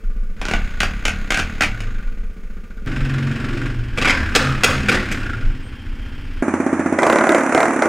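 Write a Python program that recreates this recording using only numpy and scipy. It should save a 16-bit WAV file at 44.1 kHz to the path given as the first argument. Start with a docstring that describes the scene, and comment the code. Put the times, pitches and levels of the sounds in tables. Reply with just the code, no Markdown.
"""On a paved driveway, then inside a bare ruin, a one-cylinder four-stroke quad bike idles and is revved.
We hear both from the rider's helmet, rocked by air, and last we listen from the ground behind the silencer.
Every firing thumps the exhaust pipe and pushes out a hiss of gas. On a blip (a quick twist of the throttle)
the firings bark and pop, and the walls throw the sound back.
Under the engine, trapped echoes boom, loose metal knocks, the silencer rings and the brakes rub."""
import sys
import numpy as np
from scipy import signal
from scipy.fft import rfft, irfft
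from scipy.io import wavfile
from scipy.ndimage import uniform_filter1d

SR = 44100
rng = np.random.default_rng(int(sys.argv[2]) if len(sys.argv) > 2 else 0)


def bounce(signal):
    """Save signal as a 16-bit WAV file at the path given by the first command-line argument."""
    frames = np.transpose(np.atleast_2d(signal))
    limited = np.clip(frames, -1, 1)
    pcm = np.round(limited * 32767).astype(np.int16)
    wavfile.write(sys.argv[1], SR, pcm)


N = 347508
T = np.arange(N) / SR
RUIN_S, BEHIND_S = 2.862, 6.423  # when the second and third places begin

# Twists of the throttle, each a run of hard firings; step_db is the change from one to the next:
# start_s, firing_count, first_rate_hz, top_rate_hz, level_db, step_db, treble_db
THROTTLE_BLIPS = [(0.415, 5, 26.4, 41.5, -8, 1, 1), (0.804, 2, 36, 41, -2, -3.5, 8),
                  (1.053, 2, 36, 41, -5, -3.5, 11), (1.305, 4, 26, 41.8, -3.5, -1.8, 8.5),
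                  (1.608, 2, 38, 37.7, -2.5, -6, 9), (1.804, 1, 34, 22, -32, -5, 23),
                  (3.975, 5, 24.9, 43.6, -7.5, 1.4, -13.5), (4.351, 1, 35.3, 47.6, 4, 27, -4),
                  (4.635, 1, 34.5, 49, 1.5, 0, 1), (4.885, 3, 31.4, 40.8, -3, -4.5, -7),
                  (5.115, 1, 30.6, 36.6, -24, -2, 9.5), (6.988, 1, 12, 14.5, -1.5, 0, 0),
                  (7.031, 6, 28.5, 36.5, -0.5, -0.5, 0), (7.239, 2, 33, 32, -7.5, 2, -8),
                  (7.292, 2, 35, 39, -2, -3, 2), (7.347, 2, 28.4, 43, 1.5, -10, 0),
                  (7.524, 1, 21, 36, -8, 0, -20), (7.548, 5, 35.5, 38.7, -0.5, -1.2, 1),
                  (7.822, 2, 29, 11, 0, -10, 0)]
def hard_firings():
    """The open throttle makes the cylinder fire hard: one (start_s, level_db, treble_db) per firing."""
    return [(start_s, level_db + k * step_db, treble_db)
            for *blip, level_db, step_db, treble_db in THROTTLE_BLIPS
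            for k, start_s in enumerate(blip_times(*blip))]


def blip_times(start_s, count, first_hz, top_hz):
    """When the cylinder fires during one blip: the faster the engine, the shorter the gaps."""
    gaps = 1 / np.linspace(first_hz, top_hz, max(round(count), 1) - 1)
    return start_s + np.concatenate([[0], np.cumsum(gaps)])


# The engine between blips: time_s, firing_rate_hz, throttle (0 shut, 1 wide open)
STEADY_RUNNING = [(0, 14.15, 0.58), (2.849, 14.8, 0.92), (2.87, 22.2, 1), (3.2, 22.7, 1), (3.499, 23, 0.97),
                  (3.67, 23.4, 0.89), (3.772, 22, 0), (3.95, 19.3, 0.01), (5.65, 15.2, 0.01),
                  (6.95, 15.6, 0.26)]
def revs():
    """Each blip spins the engine up and friction slows it. Gives firings per second and throttle."""
    pickup_s, overrun_s, hang_s, coast_s = .1193, .028, .0225, .66
    open_s, shut_s = .015, .033
    t = T[::64]
    times, speed, throttle = np.transpose(STEADY_RUNNING)
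    speed, throttle = np.interp(t, times, speed), np.interp(t, times, throttle)
    for start_s, count, first_hz, top_hz, *_ in THROTTLE_BLIPS:
        last_s = blip_times(start_s, count, first_hz, top_hz)[-1]
        climb = np.interp(t, [start_s - pickup_s, start_s, last_s + overrun_s], [0, first_hz, top_hz])
        coast = np.exp(-np.maximum(t - last_s - hang_s, 0) / coast_s)
        twist = np.interp(t, [start_s - open_s, start_s, last_s, last_s + shut_s], [0, 1, 1, 0])
        speed, throttle = np.maximum(speed, climb * coast), np.maximum(throttle, twist)
    return np.interp(T, t, speed), np.interp(T, t, throttle)


def effort(idle_db, doubling_db, throttle_db, idle_hz=15):
    """A layer's gain: set at idle, then changed by each doubling of speed and by opening the throttle."""
    speed, throttle = revs()
    return undb(idle_db + doubling_db * np.log2(speed / idle_hz) + throttle_db * throttle)


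# Moments that keep the engine's beat in step between blips: mostly firings, plus two at the switches between
# places: time_s
BEAT_MOMENTS = [-.028, .161, .363, 1.868, 2.118, 2.364, 2.769, 2.867, 5.291, 5.596, 6.118, 6.424, 6.5385,
                6.664, 6.925, 7.434, 7.89]
def crank():
    """Count the engine's cycles as it turns; the cylinder fires at each whole number."""
    speed, _ = revs()
    cycles = np.cumsum(speed) / SR
    fire_s = np.sort(np.concatenate([BEAT_MOMENTS, np.array(hard_firings())[:, 0]]))
    outside_s = fire_s - np.clip(fire_s, 0, T[-1])
    at_firing = np.interp(fire_s, T, cycles) + outside_s * np.interp(fire_s, T, speed)
    whole = np.concatenate([[0], np.cumsum(np.round(np.diff(at_firing)))])
    return np.interp(cycles, at_firing, whole)


def firings(cycle, lag=0):
    """One kick of pressure in each engine cycle, never quite the same strength."""
    pulses, at = np.zeros(N), np.flatnonzero(np.diff(np.floor(cycle - lag)) > 0)
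    pulses[at] = undb(rng.standard_normal(N)[:len(at)])
    return pulses


def thump(cycle, tone, intake_db, intake_lag, puff_db):
    """Each cycle gives an exhaust pulse with a swirling puff, and a weaker gulp of air going in."""
    speed, _ = revs()
    pulses = firings(cycle) - undb(intake_db) * firings(cycle, intake_lag)
    puff = unit(rng.standard_normal(N) * np.exp(-(cycle % 1) / 1.2))
    puff = filtered(puff, "high", 330)
    return colour(unit(pulses / np.sqrt(speed)) + undb(puff_db) * puff, tone)


# Extra barks and second cracks on or just around the hard firings: start_s, level_db, treble_db
EXTRA_BARKS = [(0.536, -7.5, -1), (1.321, -10, 12), (1.392, -8.5, 7.5), (1.621, -8.5, 14.5),
               (1.644, -13, 10.5), (4.417, -15, -14), (4.699, -12.5, -17), (4.945, -8.5, -20),
               (7.021, -2, -2), (7.209, -2.5, -9)]
def barks(from_s, until_s, tone, decay_s, shock_db):
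    """Each hard firing or extra bark is a shock, then a spiky burst of gas that dies in milliseconds."""
    out, t = np.zeros(N + SR), T[:SR // 8]
    fade = np.exp(-t / decay_s)
    for start_s, level_db, treble_db in hard_firings() + EXTRA_BARKS:
        hiss, spikes = rng.standard_normal((2, len(t)))
        if from_s <= start_s < until_s:
            crackle = undb(2 * np.interp(t / .001, np.arange(len(t)), spikes))
            burst = unit(hiss * crackle * fade) * np.sqrt(np.mean(fade ** 2))
            burst[0] += undb(shock_db) * np.linalg.norm(burst)
            burst += (undb(treble_db) - 1) * filtered(burst, "high", 3000, order=1)
            at = int(start_s * SR)
            out[at:at + len(t)] += undb(level_db) * burst
    return colour(out[:N], tone)


def rush(cycle, tone, length, valve_db, steady_db, rise=1e-4):
    """Gas hisses after each firing and the valves clatter half a cycle on. 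Rise and length are in cycles."""
    def puff(phase):
        return np.exp(-phase / length) * (1 - np.exp(-phase / rise))
    strength = undb(1.1 * rng.standard_normal(N))[(2 * cycle).astype(int)]
    puffs = puff(cycle % 1) + undb(valve_db) * puff((cycle + .5) % 1)
    return unit(colour(rng.standard_normal(N) * (strength * puffs + undb(steady_db)), tone))


def drone(cycle, resonances, waver_db, top_harmonic=8):
    """Harmonics (multiples of the firing rate) waver, and swell as they pass a pipe's or room's notes."""
    speed, _ = revs()
    out = 0
    for harmonic in range(2, top_harmonic + 1):
        gain = sum(undb(db) / (1 + (2 * (harmonic * speed - hz) / width) ** 2)
                   for hz, width, db in resonances)
        waver = undb(waver_db * np.interp(cycle, np.arange(400), rng.standard_normal(400)))
        out += gain * waver * np.cos(2 * np.pi * harmonic * (cycle - .1 - harmonic / 60))
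    return unit(out / (np.sqrt(local_power(out, SR // 4)) + .44))  # partly evens out the swells


# Tone of the thump, gas, barks and moving parts on the driveway: pitch_hz, level_db
DRIVEWAY_THUMP = [(100, -21), (150, -14), (200, 7), (260, -9.5), (382, -15.5), (454, -14.5), (810, -35),
                  (1030, -45), (1200, -19.5), (1560, -52), (2640, -120)]
DRIVEWAY_GAS = [(350, -27), (600, -13.5), (1030, -17), (1180, -8), (1320, -13), (1450, 1), (1710, -9.5),
                (2310, -7.5), (3030, -16.5), (3290, -18), (5150, -25.5), (5740, -32), (6670, -22.5),
                (7640, -34), (15500, -45)]
DRIVEWAY_BARK = [(88, -10), (150, -3), (213, -0.5), (631, -4), (781, -2), (930, -10.5), (1180, -5),
                 (1320, -7), (1450, 3), (1730, -9), (2270, -2.5), (3830, -17.5), (6600, -21),
                 (15500, -46.5)]
DRIVEWAY_WHIRR = [(240, -55), (400, -1), (527, -18), (569, -10), (1050, -5), (1470, -40), (1660, -50),
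                  (5070, -10), (8280, -15.5), (15500, -18)]
# Notes at which the pipe and air box ring: pitch_hz, width_hz, level_db
PIPE_NOTES = [(78, 22, 14), (112, 30, -1), (200, 70, 4.5), (285, 60, -6)]
def engine_on_driveway(cycle):
    """On open paving, the house wall next to the engine slaps back a short echo."""
    pipe = thump(cycle, DRIVEWAY_THUMP, intake_db=-44, intake_lag=.9, puff_db=3.5)
    pipe = unit(walls(pipe, tail_s=.21, tail_db=-39, echo_s=.017, echo_db=-2.5))
    pipe *= effort(idle_db=-45, doubling_db=1.5, throttle_db=3)
    hum = drone(cycle, PIPE_NOTES, waver_db=1.5, top_harmonic=13)
    hum *= effort(idle_db=-42, doubling_db=12, throttle_db=-5.5)
    gas = rush(cycle, DRIVEWAY_GAS, length=.25, valve_db=-8, steady_db=-11, rise=.06)
    gas *= effort(idle_db=-54, doubling_db=13, throttle_db=3)
    whirr = rush(cycle, DRIVEWAY_WHIRR, length=.2, valve_db=-4, steady_db=-4, rise=.07) * undb(-64.5)
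    pops = barks(0, RUIN_S, DRIVEWAY_BARK, decay_s=.0054, shock_db=-23) * undb(-9.5)
    pops = walls(pops, tail_s=.24, tail_db=-5.5, echo_s=.011, echo_db=-10, dull_hz=4150)
    return pipe + hum + gas + whirr + pops


# Tone of the thump, gas, barks and moving parts in the ruin: pitch_hz, level_db
INDOOR_THUMP = [(70, -5), (100, 7), (165, -0.5), (195, 2), (222, 3), (275, 2), (372, -6), (434, -9.5),
                (490, -11.5), (721, -23), (1200, -25), (1560, -13), (2640, -120)]
INDOOR_GAS = [(350, -25), (600, -10.5), (979, -15.5), (1140, -4.5), (1250, -9.5), (1390, 0), (1620, -0.5),
              (1990, -6), (2570, -6.5), (2950, -11.5), (4620, -21.5), (5290, -19), (5900, -27.5),
              (6760, -25), (15500, -47.5)]
INDOOR_BARK = [(88, -8), (150, -22), (400, -7), (490, 0.5), (620, -7), (985, -5.5), (1370, -3),
               (1910, -3.5), (2270, -3.5), (4560, -12.5), (5230, -7), (5760, -15), (6470, -12.5),
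               (15500, -34.5)]
INDOOR_WHIRR = [(240, -59), (400, -9), (488, -26), (543, -49), (809, 0), (1360, -4.5), (1470, -15),
                (1590, 2), (3160, 0.5), (3850, -15.5), (4840, -9), (6190, -19.5), (15500, -28.5)]
# Notes at which the ruin's rooms hum and howl with the engine: pitch_hz, width_hz, level_db
ROOM_HUM_NOTES = [(59.4, 8.7, -1), (77.3, 8.3, -3.5), (89.3, 11, -0.5), (116, 10, -7)]
ROOM_HOWL_NOTES = [(222, 16, 0), (270, 26, -1), (366, 45, -9)]
def engine_in_ruin(cycle):
    """The thump rumbles round bare plaster rooms, and the pops ring on."""
    pipe = thump(cycle, INDOOR_THUMP, intake_db=-18.5, intake_lag=.55, puff_db=-1.5)
    pipe = unit(walls(pipe, tail_s=.55, tail_db=0, echo_s=.011, echo_db=-6))
    pipe *= effort(idle_db=-40.5, doubling_db=8.5, throttle_db=7)
    hum = drone(cycle, ROOM_HUM_NOTES, waver_db=3.5)
    hum *= effort(idle_db=-35, doubling_db=5, throttle_db=-4.5)
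    howl = drone(cycle, ROOM_HOWL_NOTES, waver_db=1, top_harmonic=18)
    howl *= effort(idle_db=-46.5, doubling_db=10, throttle_db=5.5)
    # the hiss comes round by the walls, a little after the thump
    gas = rush(cycle - .08, INDOOR_GAS, length=.25, valve_db=-17, steady_db=-12, rise=.07)
    gas *= effort(idle_db=-47.5, doubling_db=14, throttle_db=7)
    whirr = rush(cycle, INDOOR_WHIRR, length=.52, valve_db=6, steady_db=-5) * undb(-47)
    pops = barks(RUIN_S, BEHIND_S, INDOOR_BARK, decay_s=.0053, shock_db=-40) * undb(-7.5)
    pops = walls(pops, tail_s=.6, tail_db=-.5, echo_s=.0086, echo_db=4, dull_hz=3370)
    return pipe + hum + howl + gas + whirr + pops


# Tone of the thump, gas, barks and sharp spit at the silencer's mouth: pitch_hz, level_db
REAR_THUMP = [(35, -27), (60, -22), (75, -13), (93, 0), (108, -16), (135, -25), (195, 5), (262, -4.5),
              (381, 0.5), (480, -21.5), (644, -5.5), (823, -15), (1280, -39), (2390, -43), (3900, -74)]
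REAR_GAS = [(500, 8.5), (1000, 5), (1600, 4), (2400, -5), (3100, -23), (4200, -29.5), (5200, -28.5),
            (5900, -17), (7500, -19), (10500, -25.5), (12000, -57), (15500, -52)]
REAR_BARK = [(150, -12.5), (260, 1.5), (372, 2.5), (465, -9.5), (666, -0.5), (970, -7.5), (1460, -6.5),
             (1740, -19.5), (1990, -5.5), (2660, -29), (4150, -39.5), (6700, -29), (9280, -35),
             (15500, -73)]
REAR_SPIT = [(1500, -2), (4500, -25), (7000, 0), (10500, 17), (14000, -13)]
def engine_from_behind(cycle):
    """Low behind the silencer the beats are deep and hard; the hiss differs a little left and right."""
    pipe = thump(cycle, REAR_THUMP, intake_db=-34, intake_lag=.37, puff_db=-2)
    ring = putter(cycle, ring_hz=222, sag_hz=130, sag_s=.005, decay_s=.013)
    pipe = unit(pipe) + undb(6.5) * unit(ring)
    pipe = unit(walls(pipe, tail_s=.3, tail_db=-10, echo_s=.018, echo_db=-14))
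    pipe *= effort(idle_db=-17.5, doubling_db=-4, throttle_db=-2)
    flow = effort(idle_db=-31, doubling_db=4, throttle_db=4.5)
    gas = rush(cycle, REAR_GAS, length=.2, valve_db=-36, steady_db=-5) * flow * undb(3)
    spit = rush(cycle, REAR_SPIT, length=.058, valve_db=-35, steady_db=-28) * flow * undb(-29)
    pops = barks(BEHIND_S, 8, REAR_BARK, decay_s=.0035, shock_db=-5) * undb(-4.5)
    honk = honks(ring_hz=590, scatter=.15, late_s=.002, half_length_s=.0032) * undb(-8.5)
    honk = walls(honk, tail_s=.22, tail_db=-7, echo_s=.03, echo_db=-14)
    cracks = flame_cracks(decay_s=.0018)
    pops = walls(pops, tail_s=.36, tail_db=-3, echo_s=.0066, echo_db=-11)
    middle = pipe + gas + spit + honk + cracks + pops
    scattered = rush(cycle, REAR_GAS, length=.1, valve_db=-18, steady_db=1) * flow
    side = undb(-19) * scattered + undb(1.5) * np.diff(scattered, prepend=0)
    return np.array([undb(-.3) * middle + side, undb(1.6) * middle - side])


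def putter(cycle, ring_hz, sag_hz, sag_s, decay_s):
    """Each firing rings the air in the tailpipe; the note sags as the hot gas leaves."""
    t = T[:SR // 10]
    turns = np.cumsum(ring_hz + sag_hz * np.exp(-t / sag_s)) / SR
    ring = np.sin(2 * np.pi * turns) * np.exp(-t / decay_s)
    return convolve(firings(cycle), filtered(ring, "high", 130))


def honks(ring_hz, scatter, late_s, half_length_s):
    """Heard from behind, each hard firing also blows a short honk out of the silencer."""
    out = np.zeros(N)
    for start_s, level_db, _ in hard_firings():
        detune, phase = rng.standard_normal(2)
        if start_s >= BEHIND_S:
            near = np.abs(T - start_s) < .05
            t = T[near] - start_s - late_s
            note = np.sin(2 * np.pi * (ring_hz * (1 + scatter * detune) * t + phase))
            out[near] += undb(level_db) * swell(t, half_length_s) * note
    return out


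# Flame reaching the mouth of the silencer: start_s, level_db
FLAMES = [(6.988, -40), (7.033, -16.5), (7.069, -15.5), (7.099, -13), (7.126, -16), (7.186, -21),
          (7.2705, -28), (7.292, -10.5), (7.3205, -28), (7.348, -15.5), (7.407, -26), (7.493, -37),
          (7.548, -15), (7.578, -21), (7.606, -16), (7.63, -15), (7.823, -21)]
# Tone of its crack: pitch_hz, level_db
FLAME_TONE = [(1500, 10.5), (2600, 4), (4000, 0.5), (6000, -15), (10000, -16), (15500, -25)]
def flame_cracks(decay_s):
    """Each flame is a burst of gas that starts at once and is gone in a few milliseconds."""
    bursts = sum(undb(db) * (T >= s) * np.exp(-np.abs(T - s) / decay_s) for s, db in FLAMES)
    return colour(bursts * rng.standard_normal(N), FLAME_TONE)


def walls(x, tail_s, tail_db, echo_s, echo_db, dull_hz=3000):
    """Add a slap off the nearest wall and a wash of echoes that falls 60 dB in tail_s, treble sooner."""
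    t, noise = T[:SR], rng.standard_normal(SR)
    low = filtered(noise, "low", dull_hz, order=1)
    tail = low + (noise - low) * undb(-40 * t / tail_s)
    tail *= undb(-60 * t / tail_s) * np.clip(t / echo_s - .3, 0, 1)
    response = undb(tail_db) * tail / np.linalg.norm(tail)
    response[0] += 1  # the direct sound
    slap = noise[::-1] * np.exp(-np.abs(t - echo_s) / .0029)  # rough stonework smears the slap
    return convolve(x, response + undb(echo_db) * slap / np.linalg.norm(slap))


# Low notes trapped between nearby walls: peak_s, pitch_hz, half_length_s, level_db
WALL_BOOMS = [(1.82, 108, .15, -28.5), (3.158, 135.5, 0.23, -17), (3.52, 136.5, 0.23, -25),
              (3.76, 119, 0.2, -23), (3.27, 230, 0.26, -25.5), (4.258, 76, 0.068, -21.5),
              (4.494, 134, 0.087, -18), (3.6, 340, 0.12, -31), (4.805, 76.5, 0.078, -21),
              (4.784, 136.3, .09, -22.5), (4.927, 200, 0.27, -28), (4.957, 370, .08, -25),
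              (5.5, 137, 0.089, -31), (5.4, 110, 0.087, -25), (6.15, 150, .3, -44)]
def booms(waver, pull):
    """Sound bouncing between walls builds up and dies away; the revs pull its pitch a little along."""
    speed, _ = revs()
    out = 0
    for peak_s, hz, half_length_s, db in WALL_BOOMS:
        turns = np.cumsum(hz * (speed / np.interp(peak_s, T, speed)) ** pull) / SR
        note = np.sin(2 * np.pi * turns) + waver * ringing_noise(hz, width_hz=25)
        same_place = (T < RUIN_S) == (peak_s < RUIN_S)
        out += note * swell(T - peak_s, half_length_s) * undb(db) * same_place
    return out


# Slack in the drive knocking as the engine slows: start_s, level_db
SLACK_KNOCKS = [(1.875, -39), (1.908, -39), (1.951, -36), (1.989, -36), (2.03, -41), (2.08, -38),
                (2.706, -44), (2.774, -41), (5.219, -24), (5.255, -26), (5.291, -21), (5.333, -21),
                (5.375, -30), (5.422, -31)]
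# Notes at which the knocked metal rings: pitch_hz, width_hz, level_db
METAL_NOTES = [(1434, 80, 4.5), (1556, 24, -6.5), (1610, 75, -2), (2280, 1100, -13)]
def loose_metal(cycle, chatter_db, chatter_lag, chatter_width, knock_s):
    """Loose metal chatters once a firing on the driveway, and knocks harder when the drive goes slack."""
    push = undb(chatter_db) * swell(cycle % 1 - chatter_lag, chatter_width) * (T < RUIN_S)
    for start_s, level_db in SLACK_KNOCKS:
        age = np.maximum(T - start_s, 0) / knock_s
        push += undb(level_db) * age * np.exp(1 - age)
    ring = unit(sum(undb(db) * ringing_noise(hz, width) for hz, width, db in METAL_NOTES))
    return push * ring / np.sqrt(local_power(ring, SR // 80) + .62)


# The tinny silencer shell, and the brakes rubbing: peak_s, pitch_hz, width_hz, half_length_s, level_db
SHELL_RINGS = [(1.39, 1510, 240, 0.044, -24), (1.624, 1430, 300, .012, -14.5),
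               (1.637, 1970, 500, 0.016, -22), (4.093, 2180, 380, 0.057, -19),
               (4.184, 1610, 258, 0.17, -27), (4.466, 1296, 244, 0.11, -26.5),
               (4.692, 1230, 330, 0.063, -24.5), (4.896, 2410, 350, 0.0072, -9.5),
               (4.963, 1870, 280, 0.063, -23.5), (5.12, 2320, 304, 0.028, -27)]
BRAKE_RUBS = [(5.66, 8500, 90, .04, -60), (6.1, 3170, 9, .65, -55)]
def shaken_metal(cycle, rings, steady, length):
    """Metal rings swell and fade, shaken by each firing; a shake dies away over `length` cycles."""
    shake = unit(steady + np.exp(-(cycle % 1) / length))
    return shake * sum(ringing_noise(hz, width) * swell(T - peak_s, half_length_s) * undb(db)
                       for peak_s, hz, width, half_length_s, db in rings)


# How hard the air pushes on the helmet: time_s, level_db
AIR_GUSTS = [(0.0, -22.5), (0.16, -19.5), (0.48, -25.5), (0.55, -20), (1.5, -27.5), (2.16, -21.5),
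             (2.48, -30), (2.51, -21), (2.65, -32), (3.03, -20), (3.23, -34), (3.62, -24.5), (4.81, -28.5),
             (5.38, -28.5), (5.47, -15), (5.79, -42), (5.86, -27), (6.4, -27)]
def air_on_helmet():
    """Air rocks the helmet: a slow wobble, almost a note, at the very bottom of hearing."""
    wobble = resonate(rng.standard_normal(N), hz=25.4, width_hz=17)
    wobble = unit(resonate(wobble, hz=21, width_hz=18.3))
    evened = wobble / np.sqrt(local_power(wobble, SR // 6) + .34)
    level_db = np.interp(T, *np.transpose(AIR_GUSTS)) + 1.5
    return unit(filtered(evened, "low", 44)) * undb(level_db)


def undb(db):
    """Turn decibels into a number to multiply by."""
    return 10 ** (np.asarray(db) / 20)


def unit(x):
    """Scale a sound to an average power of 1."""
    return x / np.sqrt(np.mean(x ** 2) + 1e-18)


def local_power(x, samples):
    """Average power around each moment."""
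    return np.abs(uniform_filter1d(x ** 2, size=samples))


def swell(offset, half_length):
    """A smooth hump that peaks where offset is 0."""
    return np.exp(-(offset / half_length) ** 2)


def convolve(x, response):
    """Let every sample of x set off a copy of the response."""
    return signal.oaconvolve(x, response)[:len(x)]


def filtered(x, keep, hz, order=2):
    """Keep the "low" or the "high" side of a pitch."""
    return signal.sosfilt(signal.butter(order, hz, keep, fs=SR, output="sos"), x)


def resonate(x, hz, width_hz):
    """Keep a band around one pitch."""
    return signal.lfilter(*signal.iirpeak(hz, hz / width_hz, fs=SR), x)


def ringing_noise(hz, width_hz):
    """Noise narrowed to a rough note."""
    return unit(resonate(resonate(rng.standard_normal(N), hz, width_hz), hz, width_hz))


def colour(x, tone, size=8192):
    """Shape x with a table of (pitch_hz, level_db), falling steeply past the table's ends."""
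    hz, db = np.transpose(tone)
    octave, known = np.log2(np.maximum(np.fft.rfftfreq(size, 1 / SR), 1)), np.log2(hz)
    outside = np.abs(octave - np.clip(octave, known.min(), known.max()))
    gain = undb(np.interp(octave, known, db) - np.minimum(30 * outside, 60))
    # folding the late half forward makes the filter ring only after a hit, never before
    folded = irfft(np.log(gain))
    folded[1:size // 2] *= 2
    folded[size // 2 + 1:] = 0
    response = irfft(np.exp(rfft(folded)))
    return convolve(x, response / np.linalg.norm(response))


def scene():
    """One running engine, heard in three places with a sudden switch between them."""
    cycle = crank()
    knocks = loose_metal(cycle, chatter_db=-54, chatter_lag=.27, chatter_width=.22, knock_s=.006)
    boom = booms(waver=.17, pull=.12)
    shell = shaken_metal(cycle, SHELL_RINGS, steady=.66, length=.28)
    brakes = shaken_metal(cycle, BRAKE_RUBS, steady=.88, length=.46)
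    engine = np.where(T < RUIN_S, engine_on_driveway(cycle), engine_in_ruin(cycle))
    helmet = engine + boom + knocks + shell + brakes + air_on_helmet()
    return np.where(T < BEHIND_S, helmet, engine_from_behind(cycle))


def record(dry):
    """Round off the loudest pops and cut the highest treble."""
    ceiling, top_hz = .76, 15700
    rounded = dry / (1 + (dry / ceiling) ** 4) ** .25
    return signal.sosfilt(signal.ellip(8, .2, 70, top_hz, fs=SR, output="sos"), rounded)


dry = scene()
out = record(dry)
bounce(out)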